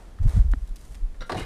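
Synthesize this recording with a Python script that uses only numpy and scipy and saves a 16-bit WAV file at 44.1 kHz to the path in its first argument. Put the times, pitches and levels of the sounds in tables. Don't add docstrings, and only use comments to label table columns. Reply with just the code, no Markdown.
import sys
import numpy as np
from scipy import signal
from scipy.fft import rfft, irfft
from scipy.io import wavfile
from scipy.ndimage import uniform_filter1d

SR = 44100
rng = np.random.default_rng(int(sys.argv[2]) if len(sys.argv) > 2 else 0)


def to_wav(s):
    ch = np.atleast_2d(s).T
    pcm = np.round(np.clip(ch, -1, 1) * 32767)
    wavfile.write(sys.argv[1], SR, pcm.astype(np.int16))


N = 63945
T = np.arange(N) / SR
CLOD_ATTACK_S, CLOD_T60_S = .0007, .03
STRIKE_ATTACK_S = .0006


def amp(db):
    return 10 ** (np.asarray(db) / 20)


def unit(x):
    return x / np.sqrt(np.mean(x ** 2) + 1e-20)


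def read(curve, hz):
    f, value = np.transpose(curve)
    return np.interp(np.log(hz + 1), np.log(f + 1), value)


def tuned(curve, centre_hz):
    return [(centre_hz * ratio, db) for ratio, db in curve]


def eq(x, curve, tilt_db=0):
    size = 8192
    hz = np.fft.rfftfreq(size, 1 / SR)
    gain = unit(amp(read(curve, hz) + tilt_db * np.log2(np.maximum(hz, 200))))
    cepstrum = irfft(np.log(gain + 1e-6))
    cepstrum[1:size // 2] *= 2
    cepstrum[size // 2 + 1:] = 0
    impulse = irfft(np.exp(rfft(cepstrum)))
    return signal.fftconvolve(x, impulse)[:N]


def grains(per_s=5000, spread_db=3):
    size = amp(spread_db * np.minimum(rng.exponential(1, N), 4))
    return unit(size * rng.choice([-1, 1], N) * (rng.random(N) < per_s / SR))


def rumble(curve):
    noise = unit(eq(rng.standard_normal(N), curve))
    window = np.hanning(2 * int(.035 * SR))
    power = abs(signal.fftconvolve(noise ** 2, window / window.sum(), "same"))
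    return noise / np.sqrt(power + .03)


def swell(start, attack, hold, fall, db):
    fading = np.maximum(T - start - attack - hold, 0)
    return np.clip((T - start) / attack, 0, 1) * amp(db - 20 * fading / fall)


def hit(start, attack, t60):
    age = np.maximum(T - start, 0)
    return np.minimum(age / attack, 1) * np.exp(-np.log(1000) * age / t60)


def ring(start, modes, attack, scatter=1):
    t = T[:SR // 4]
    out = np.zeros(len(t))
    for hz, db, t60 in modes:
        cycles = hz * t + scatter * rng.random()
        out += amp(db) * np.exp(-np.log(1000) * t / t60) * np.sin(2 * np.pi * cycles)
    return np.pad(out * np.minimum(t / attack, 1), (round(start * SR), N))[:N]


def excited(modes, centre_hz, curve):
    return [(hz, db + read(tuned(curve, centre_hz), hz), t60) for hz, db, t60 in modes]


# f/Hz, level/dB
ROOM_TONE_EQ = [(15, -5), (60, 2), (140, 2), (280, -2), (420, -6.5), (600, -10), (1700, -17), (2300, -21.5),
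                (5000, -25.5), (10000, -29), (15000, -40)]
def room_tone():
    return amp(-54.3) * unit(eq(rng.standard_normal(N), ROOM_TONE_EQ))


# f/Hz, level/dB
DRAUGHT_EQ = [(4, -40), (12, -20), (21, -1), (31, 0), (52, -10), (90, -23), (600, -90)]
def draught():
    return amp(-43) * rumble(DRAUGHT_EQ)


# t/s, attack/s, hold/s, 20 dB fall/s, level/dB, tilt/(dB per octave)
SPILLS = [(-.02, .02, .02, .3, -55, -2), (.205, .025, .02, .08, -54, -.5),
          (.255, .028, .1, .085, -47.8, -.3), (.42, .04, .2, .2, -68, 3), (.76, .03, .175, .08, -61.3, 3),
          (1.145, .005, .012, .04, -58, -3), (1.262, .004, .012, .03, -61, 4)]
# f/Hz, level/dB
SPILL_EQ = [(180, -25), (300, -5), (740, -2), (950, -7), (1850, -10), (2830, -17), (9210, -18),
            (15000, -34)]
def spills():
    return sum(eq(grains() * swell(*shape), SPILL_EQ, tilt) for *shape, tilt in SPILLS)


# t/s, level/dB
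TAPS = [(.1865, -46.5), (1.144, -49.5)]
# f/Hz, level/dB
TAP_EQ = [(300, -16), (900, -7), (1300, 0), (1800, 0), (2300, -13), (15000, -40)]
def taps():
    envelope = sum(amp(db) * hit(start, CLOD_ATTACK_S, CLOD_T60_S) for start, db in TAPS)
    return eq(envelope * rng.standard_normal(N), TAP_EQ)


# peak t/s, half length/s, level/dB, centre f/Hz
BUFFETS = [(.214, .011, -20, 78), (.232, .02, -16, 28), (.259, .012, -16.5, 104), (.271, .024, -14, 29),
           (.298, .016, -25, 60), (.353, .012, -12.5, 56), (.374, .014, -14.5, 100), (.404, .018, -10, 44),
           (.459, .015, -19, 64), (.496, .014, -15, 36), (.525, .014, -16, 40), (.577, .013, -26, 48),
           (.635, .017, -24.5, 38), (.717, .022, -26, 32), (.92, .018, -33, 50), (.975, .025, -35, 40),
           (1.042, .026, -22, 28), (1.105, .03, -32, 27), (1.21, .028, -32, 26), (1.424, .014, -32, 42)]
# f/centre, level/dB
TURBULENCE_EQ = [(.1, -30), (.6, -2), (1.15, 0), (2, -10), (3.5, -28), (8, -65), (20, -115)]
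def buffets():
    out = np.zeros(N)
    for peak, half_length, db, hz in BUFFETS:
        drift = uniform_filter1d(rng.standard_normal(N), size=400)
        waver_octaves = .12 * unit(uniform_filter1d(drift, size=400))
        cycles = np.cumsum(hz * 2 ** waver_octaves) / SR + rng.random()
        tone = np.sqrt(2) * np.sin(2 * np.pi * cycles)
        turbulence = amp(-9) * rumble(tuned(TURBULENCE_EQ, hz))
        out += amp(db) * np.exp(-((T - peak) / half_length) ** 2) * (tone + turbulence)
    return out


# t/s, level/dB, tilt/(dB per octave)
PATTERS = [(.229, -53, 0), (.294, -45, 1), (.5125, -49, 2), (.516, -49, 2), (.6754, -53, 0), (.691, -56, 1),
           (.758, -49, 1), (.7615, -47, 1), (.766, -50, 1), (.811, -54, 1), (.8495, -50.5, 0),
           (.921, -54, 0), (.9455, -48, -2), (.9515, -48, -2.5)]
# f/Hz, level/dB
PATTER_EQ = [(300, -15), (2100, -2), (4000, 0), (9000, -2), (15000, -13)]
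def patter():
    return sum(eq(grains() * amp(db) * hit(start, CLOD_ATTACK_S, CLOD_T60_S), PATTER_EQ, tilt)
               for start, db, tilt in PATTERS)


# f/Hz, relative level/dB, t60/s
KNOCK_MODES = [(255, 4, .038), (600, 0, .008), (950, 1, .007), (1400, 2, .009), (1830, -4, .014),
               (2950, -16, .008), (4000, -15, .006)]
def knock(start=.5355, attack_cycles=1.1):
    modes = (ring(start, [(hz, db, t60)], attack_cycles / hz, scatter=0) for hz, db, t60 in KNOCK_MODES)
    return amp(-25) * sum((-1) ** k * mode for k, mode in enumerate(modes))


# f/Hz, relative level/dB, t60/s
BOARD_MODES = [(125, 2, .22), (192, -3, .25), (268, 1, .25), (319, -5, .22), (365, -3, .25), (444, 0, .16),
               (598, -5, .16), (736, 0, .17), (905, -1, .1), (1150, 0, .11), (1615, 3, .12), (1870, 3, .07)]
# f/centre, level/dB
THUD_EQ = [(.1, -32), (.35, -14), (.7, -2), (1.15, 0), (1.8, -13), (3, -32), (8, -62)]
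def boards(start, centre_hz):
    return ring(start, excited(BOARD_MODES, centre_hz, THUD_EQ), attack=.002)


# t/s, chatter level/dB, ring level/dB, centre f/Hz
CLINKS = [(1.2068, -42, -41, 3800), (1.2135, -42, -47, 2000), (1.22, -40.5, -43.5, 1350)]
# f/Hz, relative level/dB, t60/s
TINE_MODES = [(510, 9, .17), (1270, -3, .15), (1384, 2, .14), (1455, -2, .16), (1604, 2, .08),
              (1857, -7, .16), (2046, -1, .08), (2912, -11, .13), (3575, -5, .17), (3850, 2, .03),
              (5706, -5, .2)]
# f/centre, level/dB
TOUCH_EQ = [(.25, -16), (.6, -12), (1, 0), (1.6, -6), (3, -14)]
# f/Hz, level/dB
CHATTER_EQ = [(150, -8), (480, 2), (900, -7), (1500, 0), (2000, -3), (2400, -13), (4000, -7), (4900, -11),
              (5500, -24), (9000, -25), (15000, -40)]
def clink():
    chatter = sum(amp(db) * hit(start, STRIKE_ATTACK_S, t60=.078) * rng.standard_normal(N)
                  for start, db, _, _ in CLINKS)
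    steel = sum(amp(db) * ring(start, excited(TINE_MODES, hz, TOUCH_EQ), STRIKE_ATTACK_S)
                for start, _, db, hz in CLINKS)
    wall = amp(-44) * boards(CLINKS[0][0], centre_hz=125)
    return eq(chatter, CHATTER_EQ) + steel + wall


# t/s, thud level/dB, centre f/Hz, grit level/dB, board level/dB
JOLTS = [(1.2946, -27, 920, -32, -29.5), (1.2995, -35, 900, -35, -39), (1.311, -31, 420, -43, -33),
         (1.3185, -31.5, 650, -29.5, -39), (1.326, -32.5, 470, -43, -35), (1.3455, -28.5, 600, -40, -36),
         (1.353, -31.5, 400, -47, -36), (1.383, -38, 380, -50, -40)]
# f/Hz, level/dB
GRIT_EQ = [(200, -20), (1000, -8), (1500, -1), (1850, 0), (2250, -14), (3800, -11), (5000, -15),
           (6000, -24), (9000, -24), (15000, -45)]
def plunge():
    out = np.zeros(N)
    for start, thud_db, hz, grit_db, board_db in JOLTS:
        thud = eq(rng.standard_normal(N) * hit(start, STRIKE_ATTACK_S, t60=.09), tuned(THUD_EQ, hz))
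        grit = eq(grains(spread_db=1.5) * hit(start, STRIKE_ATTACK_S, t60=.075), GRIT_EQ)
        out += amp(thud_db) * thud + amp(grit_db) * grit + amp(board_db) * boards(start, hz)
    return out


# f/Hz, level/dB
HEAVE_EQ = [(20, -30), (85, -3), (130, 0), (165, -6), (700, -75)]
def heave():
    return swell(start=1.312, attack=.045, hold=.035, fall=.04, db=-33) * rumble(HEAVE_EQ)


# f/Hz, bandwidth/Hz, relative level/dB
SCRAPE_MODES = [(1750, 60, -13), (2120, 70, -12), (2465, 40, -12), (2880, 120, -12), (3820, 150, -15)]
# t/s, level/dB, tilt/(dB per octave), squeak f/Hz, squeak level/dB
CRACKS = [(1.3453, -41, 2, 4000, -42), (1.3705, -45, 3, 5900, -48), (1.3785, -35, 1, 2850, -38),
          (1.3855, -38, 0, 2900, -40), (1.3945, -34, 2, 2480, -39), (1.405, -38, -1, 1520, -39),
          (1.4195, -43, 1.5, 2110, -35)]
# f/Hz, level/dB
CRUNCH_EQ = [(40, -14), (70, -4), (120, 0), (285, -6), (367, 0), (600, -11), (920, -9), (1400, -12),
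             (2100, -16), (3500, -18), (6000, -24.5), (9000, -25.5), (11000, -30), (15000, -51)]
def crunch():
    grit = grains(per_s=1800) * swell(start=1.345, attack=.03, hold=.03, fall=.125, db=-39.3)
    out = eq(grit, CRUNCH_EQ)
    for hz, width, db in SCRAPE_MODES:
        mode = np.exp(-np.pi * width * T) * np.sin(2 * np.pi * hz * T)
        out += amp(db) * signal.fftconvolve(grit, mode / np.linalg.norm(mode))[:N]
    for start, db, tilt, hz, squeak_db in CRACKS:
        crack = grains(spread_db=1.5) * hit(start, STRIKE_ATTACK_S, t60=.04)
        squeak = ring(start, [(hz, squeak_db, .07)], attack=.002)
        out += amp(db) * eq(crack, CRUNCH_EQ, tilt) + squeak
    return out


# f/Hz, t60/s
GARAGE_DECAY = [(100, .5), (1000, .45), (4000, .35), (15000, .18)]
def garage_reverb(x):
    hz, t, spectrum = signal.stft(rng.standard_normal(N), SR, nperseg=256)
    decay = np.exp(-np.log(1000) * t / read(GARAGE_DECAY, hz)[:, None])
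    tail = signal.istft(spectrum * decay, SR, nperseg=256)[1][:N]
    tail *= np.minimum(T / .012, 1)
    return signal.fftconvolve(x, tail / np.linalg.norm(tail))[:N]


def scene():
    work = spills() + patter() + taps() + clink() + plunge() + heave() + crunch()
    reverb = amp(-12) * garage_reverb(work)
    return (work + reverb + knock() + draught() + buffets() + room_tone())[None]


def record(dry):
    lowpass = signal.firwin(511, 15400, window=("kaiser", 9), fs=SR)
    return signal.oaconvolve(dry, lowpass[None], "same")


dry = scene()
out = record(dry)
to_wav(out)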